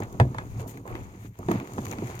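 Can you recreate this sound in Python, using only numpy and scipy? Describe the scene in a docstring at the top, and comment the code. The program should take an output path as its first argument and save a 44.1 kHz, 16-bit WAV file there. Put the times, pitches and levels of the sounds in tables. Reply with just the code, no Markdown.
"""A hollow plastic wheeled bin thuds as it is tipped onto its wheels, then rumbles and knocks over dry litter.
Struck sines ring its walls and wheels, its cavity booms, and coloured clicks make the rumble; a wheel groans.
Sneaker soles thud and chips clack as decaying sines; mulch, needles and brushing shoes are ringing grains over noise.
Twigs snap in short noise bursts over a faint hiss. Two ports hear it all, and soft low air buffets the left one."""
import sys
import numpy as np
from scipy import signal
from scipy.fft import rfft, irfft, next_fast_len
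from scipy.io import wavfile

SR = 44100
rng = np.random.default_rng(int(sys.argv[2]) if len(sys.argv) > 2 else 0)


def store_wav(level_fs):
    """Save 16-bit WAV to argv[1]."""
    pcm = np.round(np.clip(np.atleast_2d(level_fs), -1, 1) * 32767)
    wavfile.write(sys.argv[1], SR, pcm.T.astype(np.int16))


N = 97020
T = np.arange(N) / SR
SIZE = next_fast_len(N + SR // 2, real=True)
HZ = np.maximum(np.arange(SIZE // 2 + 1) * SR / SIZE, 1)
PATHS = 3   # the direct path and a scattered one to each port

# ringing of the bin's walls: (frequency [Hz], level [dB], t60 [s])
SHELL_MODES = [(136.1, -4.5, 0.15), (185.7, -7, 0.22), (224.3, -10.5, 0.28), (276.3, -7, 0.16),
               (306, -23, 0.2), (363.6, -9.5, 0.18), (457.6, -8, 0.095), (531, -18, 0.12), (595, -17, 0.14),
               (679.4, -10, 0.089), (770, -22, 0.23), (948.6, -14.5, 0.059), (1230, -38, 0.07)]
# tone of crunching needles and woody breaks: (frequency [Hz], level [dB])
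CRUNCH_COLOUR = [(600, 6), (1200, 5), (1700, 3.5), (2300, 5), (3100, -6), (4500, -12.5), (7000, -29.5),
                 (16000, -81)]
# bright tone of brushed needles, splinters and hiss: (frequency [Hz], level [dB])
BRUSH_COLOUR = [(2000, 8), (5000, -7), (6800, 8.5), (8000, 0.5), (9500, 4), (11200, -4.5), (13000, 15),
                (16000, 2.5)]
CRACKLES_PER_S = 2700
RUSTLE_SHARE = 0.85   # smooth noise against ringing grains, as a ratio of amplitudes


def from_db(db):
    """Decibels to gain."""
    return 10 ** (np.asarray(db) / 20)


def rms_one(x):
    """Scale to unit power."""
    return x / np.sqrt(np.mean(x ** 2) + 1e-20)


def in_time(rows):
    """Gain curves from rows of (time [s], level [dB], ..), straight lines in dB."""
    s, *columns = np.transpose(rows)
    return [from_db(np.interp(T, s, c)) for c in columns]


def at_hz(points):
    """Read a table over log frequency."""
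    hz, value = np.transpose(points)
    return np.interp(np.log(HZ), np.log(hz), value)


def fade(t, t60):
    """A fall of 60 dB in t60 seconds."""
    return np.exp(-np.log(1000) * t / t60)


def bump(s, width):
    """A bell-shaped swell of height 1 around time s."""
    return np.exp(-.5 * ((T - s) / width) ** 2)


def colour(x, spectrum):
    """Causal filter with the given spectrum, falling on beyond its top; white noise keeps its power."""
    beyond_top = np.maximum(HZ / spectrum[-1][0], 1)
    gain = rms_one(from_db(at_hz(spectrum)) / beyond_top ** 2)
    # fold the cepstrum forward in time for minimum phase
    cepstrum = irfft(np.log(gain), SIZE)
    cepstrum[1:SIZE // 2] *= 2
    cepstrum[SIZE // 2 + 1:] = 0
    return irfft(rfft(x, SIZE) * np.exp(rfft(cepstrum)), SIZE)[..., :N]


def add(out, s, db, sound):
    """Mix a sound in at a time and level."""
    i = int(np.clip(s * SR, 0, N - 1))
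    out[..., i:i + sound.shape[-1]] += from_db(db) * sound[..., :N - i]


def ring(excitation, hz, t60):
    """Two-pole resonator: a unit click sets a sine of height 1 ringing."""
    r = fade(1 / SR, t60)
    w = 2 * np.pi * min(hz, SR * .45) / SR
    return signal.lfilter([0, np.sin(w)], [1, -2 * r * np.cos(w), r * r], excitation + 1e-18)


def partials(modes, t):
    """One dying sine for each mode, in alternating signs."""
    return np.array([(-1) ** k * from_db(db) * np.sin(2 * np.pi * hz * t) * fade(t, t60)
                     for k, (hz, db, t60) in enumerate(modes)])


def clicks(per_s, spread_db):
    """Random clicks, many small and a few large; unit power."""
    sizes = from_db(spread_db * np.minimum(rng.exponential(1, N), 5))
    signs = rng.choice([-1, 1], N)
    return rms_one(sizes * signs * (rng.random(N) < per_s / SR))


def burst(envelope):
    """Even noise under an envelope, different on each path."""
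    return np.sign(rng.standard_normal((PATHS, len(envelope)))) * envelope


def grains(per_s, spread_db, low_hz, high_hz, rustle, count=10):
    """Tiny fractures, each ringing a few cycles at a pitch dealt separately on each path, over a smooth rustle."""
    grain_cycles = 8.7   # cycles in a grain's 60 dB fall
    born = clicks(per_s, spread_db) * rng.choice([-1, 1], (PATHS, N))
    dealt = rng.integers(0, count, (PATHS, N))
    ringing = 0
    for k, hz in enumerate(np.geomspace(low_hz, min(high_hz, SR * .45), count)):
        # higher grains are shorter, and start louder in proportion to pitch
        ringing = ringing + ring(born * (dealt == k), hz, grain_cycles / hz) * hz
    return rms_one(rms_one(ringing) + rustle * rng.standard_normal((PATHS, N)))


def rolling():
    """Small bumps under the wheels keep the cavity and the walls humming."""
    # rumble of the rolling bin: (time [s], cavity level [dB], wall level [dB])
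    rumble = [(0, -55, -37.5), (.1, -53, -51), (.18, -40.5, -42), (.3, -37.5, -43), (.48, -43.5, -49),
              (.6, -34.5, -54), (.67, -40, -51.5), (.77, -46.5, -43.5), (.88, -43, -53.5),
              (.98, -44, -43.5), (1.12, -47.5, -52.5), (1.28, -39.5, -50.5), (1.35, -54.5, -77),
              (1.43, -34.5, -49.5), (1.57, -46.5, -42.5), (1.68, -45, -49.5), (1.82, -38, -40.5),
              (2.08, -40.5, -42.5), (2.2, -40, -61.5)]
    # hum of the hollow cavity: (frequency [Hz], level [dB])
    cavity_colour = [(20, -40.5), (45, -8), (65, -12.5), (90, -3), (120, 5), (145, -8.5), (200, -9.5),
                     (400, -65)]
    # hum of the walls: (frequency [Hz], level [dB])
    wall_colour = [(60, -24.5), (140, -1), (190, 5), (270, 9), (370, 1.5), (470, -3), (700, -32.5),
                   (1500, -42)]
    bumps_per_s, wall_ring_db = 260, -16
    cavity_gain, wall_gain = in_time(rumble)
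    bumps = clicks(bumps_per_s, 3.5)
    ringing = rms_one(sum((-1) ** k * from_db(db) * ring(bumps, hz, t60)
                          for k, (hz, db, t60) in enumerate(SHELL_MODES)))
    walls = rms_one(colour(bumps, wall_colour) + from_db(wall_ring_db) * ringing)
    cavity = rms_one(colour(clicks(bumps_per_s, 0.87), cavity_colour))
    return cavity_gain * cavity + wall_gain * walls


def litter():
    """Mulch crumbles dully under soles and tyres; dry needles on top crunch and crackle, in uneven clusters."""
    # crushed mulch: (time [s], level [dB])
    crush_levels = [(0, -39), (.09, -49.5), (.145, -48.5), (.3, -52), (.41, -43.5), (.49, -57),
                    (.58, -48.5), (.605, -43), (.67, -48), (.72, -53), (.845, -55.5), (.865, -42),
                    (.96, -41), (1.06, -54), (1.25, -59), (1.34, -74), (1.41, -50), (1.47, -49.5),
                    (1.53, -36.5), (1.68, -47.5), (1.86, -45), (2.12, -45.5), (2.2, -51)]
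    # dull tone of mulch: (frequency [Hz], level [dB])
    mulch_colour = [(150, -13), (350, 11), (550, 2.5), (950, 3.5), (1300, -0.5), (1800, -17.5),
                    (3000, -13.5), (8000, -74)]
    # breaking needles: (time [s], crunch level [dB], fine crackle level [dB])
    needle_levels = [(0, -55, -53), (.035, -44, -60.5), (.08, -66, -58.5), (.3, -59.5, -60),
                     (.43, -53.5, -59), (.49, -61.5, -58.5), (.575, -59.5, -56.5), (.605, -46.5, -47),
                     (.65, -66, -63.5), (.745, -55.5, -56), (.83, -73, -66), (.875, -55.5, -67),
                     (.95, -49.5, -56.5), (1.1, -58.5, -61.5), (1.2, -60, -61), (1.26, -53, -57),
                     (1.3, -77, -71), (1.345, -65, -72.5), (1.38, -60, -62), (1.47, -59, -55.5),
                     (1.52, -40.5, -47.5), (1.6, -48, -57.5), (1.69, -55, -55.5), (1.82, -56, -50),
                     (1.925, -49, -49), (1.96, -52, -54.5), (2.11, -46.5, -49), (2.2, -50, -55)]
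    # bright tone of the fine crackle: (frequency [Hz], level [dB])
    crackle_colour = [(1500, -3.5), (3500, -4), (5500, -5.5), (6700, 6.5), (7900, -6.5), (9400, -4),
                      (11200, -17), (12500, -1), (15500, -15.5), (17000, 0.5)]
    crumbs_per_s, crunches_per_s = 1800, 1500
    clumps_per_s, clump_db = 90, 1.4
    knots = np.arange(0, T[-1] + 1, 1 / clumps_per_s)
    unevenness = np.interp(T, knots, rng.standard_normal(len(knots)))
    clumps = rms_one(from_db(clump_db * unevenness))
    crush_gain, = in_time(crush_levels)
    crunch_gain, crackle_gain = in_time(needle_levels)
    crumbs = grains(crumbs_per_s, 1.7, 369, 1870, RUSTLE_SHARE)
    crunches = grains(crunches_per_s, 2.5, 1300, 10200, 0.93)
    crackles = grains(CRACKLES_PER_S, 3, 2100, 18600, RUSTLE_SHARE)
    mulch = crush_gain * rms_one(colour(crumbs, mulch_colour))
    crunch = clumps * crunch_gain * rms_one(colour(crunches, CRUNCH_COLOUR))
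    # the crackle follows the clusters more gently
    crackle = np.sqrt(clumps) * crackle_gain * rms_one(colour(crackles, crackle_colour))
    return mulch + crunch + crackle


def air_hiss():
    """A steady faint hiss of coloured noise."""
    return from_db(-72) * colour(rng.standard_normal((PATHS, N)), BRUSH_COLOUR)


def knocks():
    """Each jolt gives a slap, crack and rattle, ringing walls and wheels, and a boom that swells as its pitch settles."""
    # the bin is jolted: (time [s], shell level [dB], cavity boom level [dB], rattle level [dB], crack level [dB])
    jolts = [(0.002, -30, -27, -38, -57), (0.022, -40.5, -22.5, -35, -35.5), (0.143, -33.5, -40, -74, -64),
             (0.1997, -15.5, -1.5, -15, -15), (0.213, -25.5, -16, -25, -61), (0.247, -28, -19.5, -58, -68),
             (0.2871, -44, -27.5, -60, -70), (0.3461, -47, -62.5, -34, -38), (0.3839, -36, -51, -30, -26.5),
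             (0.595, -54, -52, -42, -50), (0.659, -36.5, -55, -43.5, -72), (0.7729, -42, -51, -50, -41),
             (0.854, -47, -40, -39, -64), (0.877, -50, -34.5, -35.5, -39.5), (1.391, -33, -29, -53, -65),
             (1.486, -21, -46, -29, -29.5), (1.497, -36, -21.5, -28, -50),
             (1.513, -26.5, -33, -26.5, -29.5), (1.556, -32, -20, -47, -51),
             (1.782, -32.5, -20, -28, -34.5), (1.912, -55, -58, -40, -44), (1.931, -47, -62, -38, -42),
             (2.021, -29, -23, -46, -53), (2.095, -35, -37, -48, -55)]
    # hard wheels ring after a crack: (frequency [Hz], level [dB], t60 [s])
    wheel_modes = [(1500, -16, .06), (1670, -10, 0.095), (1844, -10, 0.042), (2110, -23.5, .07),
                   (2530, -21, 0.066), (2660, -28, 0.064), (3450, -24.5, 0.082), (4800, -33, 0.054)]
    # loose wheels and lid rattle: (frequency [Hz], level [dB])
    rattle_colour = [(40, -71), (80, -14), (200, 1), (400, 0), (700, 5.5), (1000, 5), (1500, -13.5),
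                     (3000, -31.5), (8000, -45)]
    # hard plastic contact: (frequency [Hz], level [dB])
    crack_colour = [(300, -3.5), (900, 4), (1400, 5.5), (1900, 8), (2600, -1.5), (4000, -6.5), (5500, -14),
                    (6600, -12), (9000, -13.5), (11000, -60), (16000, -35)]
    boom_hz, boom_rise_hz, boom_settle_s = 129.4, 48.6, 0.017
    boom_swell_s, boom_t60_s = 0.017, 0.094
    thump_hz, thump_db, thump_t60_s = 66.2, -24, 0.38   # the ground gives under a jolt
    rattle_t60_s = 0.054
    crack_t60_s, crack_tail_db, crack_tail_t60_s = 0.0065, -18, 0.12
    push_db, slap_db = 14, 1.5   # first hard contact, above the rattle and crack that follow
    mode_spread_db = 1.2   # each jolt excites the wall modes a little differently

    shell, boom, rattle, crack = np.zeros((4, PATHS, N))
    t = T[:SR // 2]
    pitch = boom_hz - boom_rise_hz * np.exp(-t / boom_settle_s)
    swell = (1 - np.exp(-(t / boom_swell_s) ** 2)) * fade(t, boom_t60_s)
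    cavity = np.sin(2 * np.pi * np.cumsum(pitch) / SR) * swell / swell.max() / 2
    thump = from_db(thump_db) * np.sin(2 * np.pi * thump_hz * t) * fade(t, thump_t60_s)
    modes = partials(SHELL_MODES, t)
    wheels = partials(wheel_modes, t).sum(axis=0)
    crack_envelope = fade(t, crack_t60_s) + from_db(crack_tail_db) * fade(t, crack_tail_t60_s)
    contact = np.zeros((PATHS, len(t)))
    contact[0, 0] = -1   # one click, on the direct path only
    for s, shell_db, boom_db, rattle_db, crack_db in jolts:
        mode_gains = from_db(rng.normal(0, mode_spread_db, len(SHELL_MODES)))
        add(shell, s, shell_db, mode_gains @ modes)
        add(shell, s, crack_db, wheels)
        add(boom, s, boom_db, cavity + thump)
        add(rattle, s, rattle_db, from_db(push_db) * contact + burst(fade(t, rattle_t60_s)))
        add(crack, s, crack_db, from_db(slap_db) * contact + burst(crack_envelope))
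    return shell + boom + colour(rattle, rattle_colour) + colour(crack, crack_colour)


def twigs():
    """Each snap is a dry tick with a woody crunch and a spray of bright splinters, all short noise bursts."""
    # single twigs snap: (time [s], dry tick level [dB], woody crunch level [dB], bright splinter level [dB])
    snaps = [(.003, -38.5, -59, -74), (0.035, -41.5, -43, -70), (.127, -42.5, -74, -46.5),
             (.1995, -32.5, -45, -63), (.345, -48, -47, -63), (.386, -51, -32.5, -68),
             (.595, -71, -50, -63), (.679, -43.5, -75.5, -58), (.774, -46, -53, -45),
             (0.878, -51, -56, -50), (0.953, -48, -30, -46), (1.355, -67, -49.5, -66),
             (1.389, -45.5, -69, -46), (1.516, -35.5, -28, -32), (1.558, -52, -35, -60),
             (1.576, -53, -45, -60), (1.6, -40.5, -32, -53), (1.674, -45, -36.5, -59),
             (1.735, -39.5, -49, -60), (1.851, -39.5, -43, -42), (1.855, -34, -33, -44),
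             (1.867, -39.5, -33, -59), (1.883, -38, -46, -49), (1.913, -31, -44, -44),
             (1.917, -55, -31, -43), (1.926, -42.5, -30.5, -40), (1.934, -43, -32, -54),
             (1.952, -50, -59.5, -63), (1.985, -49, -31, -64), (2.072, -39, -45, -62),
             (2.081, -45, -41, -59), (2.119, -61, -43, -60), (2.153, -42, -55, -39.5),
             (2.192, -33.5, -44, -53)]
    # tone of the dry tick: (frequency [Hz], level [dB])
    tick_colour = [(1500, -5), (3500, -8.5), (5500, -4), (6700, 10.5), (7900, -9.5), (9400, -1),
                   (11200, -25), (13000, -4), (16000, -5)]
    snap_rise_s, snap_t60_s, woody_t60_s = 0.00012, 0.009, 0.015
    ticks, wood, splinters = np.zeros((3, PATHS, N))
    t = T[:SR // 20]
    snap = (1 - np.exp(-t / snap_rise_s)) * fade(t, snap_t60_s)
    snap = snap / snap.max()
    for s, tick_db, wood_db, splinter_db in snaps:
        add(ticks, s, tick_db, burst(snap))
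        add(wood, s, wood_db, burst(fade(t, woody_t60_s)))
        add(splinters, s, splinter_db, burst(snap))
    return colour(ticks, tick_colour) + colour(wood, CRUNCH_COLOUR) + colour(splinters, BRUSH_COLOUR)


def wind():
    """Soft low puffs of air: dark noise under bell-shaped swells."""
    # air buffets the port: (time [s], width [s], level [dB])
    puffs = [(.12, 0.051, -42.5), (.48, 0.076, -41.5), (.94, 0.023, -34), (1.03, 0.051, -42)]
    # low tone of the air: (frequency [Hz], level [dB])
    wind_colour = [(15, -13), (45, 1.5), (70, 3.5), (130, -14), (300, -39), (900, -78)]
    gusts = sum(from_db(db) * bump(s, width) for s, width, db in puffs)
    return gusts * rms_one(colour(rng.standard_normal(N), wind_colour))


def footfalls():
    """Soles press into springy mulch in dull thuds of a few cycles each; wood chips clack underfoot."""
    # heel and sole press into the mulch: (time [s], level [dB], frequency [Hz])
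    thuds = [(1.4856, -16.5, 356), (1.497, -19, 218), (1.511, -15, 327), (1.541, -21.5, 239),
             (1.555, -18, 200), (1.779, -24, 392), (1.785, -18.5, 218), (1.989, -25, 204),
             (2.0225, -18.5, 369), (2.034, -24.5, 285)]
    # wood chips clack: (time [s], level [dB])
    clacks = [(.386, -30), (1.43, -36), (1.515, -24), (1.561, -41)]
    foot_rise_s, foot_t60_s = 0.0007, 0.051
    chip_hz, chip_t60_s = 1220, 0.02
    out = np.zeros((PATHS, N))
    t = T[:SR // 5]
    envelope = (1 - np.exp(-t / foot_rise_s)) * fade(t, foot_t60_s)
    for s, db, hz in thuds:
        add(out, s, db, -np.sin(2 * np.pi * hz * t) * envelope)
    for s, db in clacks:
        add(out, s, db, np.sin(2 * np.pi * chip_hz * t) * fade(t, chip_t60_s))
    return out


def brush():
    """Short bright swishes of a shoe through the needles, made of dense grains."""
    # strokes of the shoe: (start [s], end [s], level [dB])
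    swishes = [(0.42, 0.557, -66), (0.667, 0.725, -46.5), (0.853, 0.926, -59), (1.186, 1.303, -62.5)]
    edge_s = 0.012
    strokes = sum(from_db(db) * np.clip(np.minimum(T - start, end - T) / edge_s, 0, 1)
                  for start, end, db in swishes)
    needles = grains(2 * CRACKLES_PER_S, 2.8, 3300, 11000, RUSTLE_SHARE)
    return strokes * colour(needles, BRUSH_COLOUR)


def groan():
    """A wheel rubs for a moment and hums: noise through a narrow resonance."""
    # the rub: (time [s], width [s], level [dB], frequency [Hz], t60 [s])
    rub = (.642, .02, -45, 435, .07)
    s, width, db, hz, t60 = rub
    return from_db(db) * bump(s, width) * rms_one(ring(rng.standard_normal(N), hz, t60))


def ports(paths):
    """Two ports hear the direct sound with their own shading and delay, plus scatter off the ground."""
    # shading: (frequency [Hz], left minus right [dB])
    balance = [(120, 0.5), (300, -1), (520, -3.5), (780, -8.5), (1100, -5.5), (1500, -2), (2300, 15),
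               (3300, 5), (5000, 4.5), (6700, 11), (8500, 9.5), (14000, 5.5)]
    # phase by which left leads: (frequency [Hz], lead [rad])
    phase_lead = [(40, 0), (120, .11), (300, .29), (520, .76), (780, 1.12), (1100, 2.05), (2000, 3.7),
                  (4000, 4), (9000, 9), (16000, 3)]
    # scattered sound: (frequency [Hz], share of power [0-1])
    scatter = [(100, 0.0018), (400, 0.0061), (750, 0.092), (1200, 0.2), (2200, 0.39), (4500, 0.98),
               (8000, 0.98)]
    spectra = rfft(paths, SIZE)
    share = np.clip(at_hz(scatter), 0, 1)
    side = np.array([[.5], [-.5]])   # half of each difference to either port
    heard = np.sqrt(1 - share) * spectra[0] + np.sqrt(share) * spectra[1:]
    heard = heard * np.exp(1j * side * at_hz(phase_lead))
    shade = from_db(side * at_hz(balance))
    shade = shade / np.sqrt(np.mean(shade ** 2, axis=0))   # keep the pair's mean power
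    return irfft(heard * shade, SIZE)[:, :N]


def scene():
    """Bin, feet and ground at the two ports, with wind on the left one."""
    bin_sound = rolling() + knocks() + groan()
    feet_and_ground = litter() + twigs() + footfalls() + brush()
    left_only = np.array([[1], [0]])
    return ports(bin_sound + feet_and_ground + air_hiss()) + wind() * left_only


def record(dry):
    """A steep elliptic low-pass cuts the top."""
    cutoff_hz = 16300
    return signal.sosfilt(signal.ellip(10, .1, 80, cutoff_hz, fs=SR, output="sos"), dry)


dry = scene()
out = record(dry)
store_wav(out)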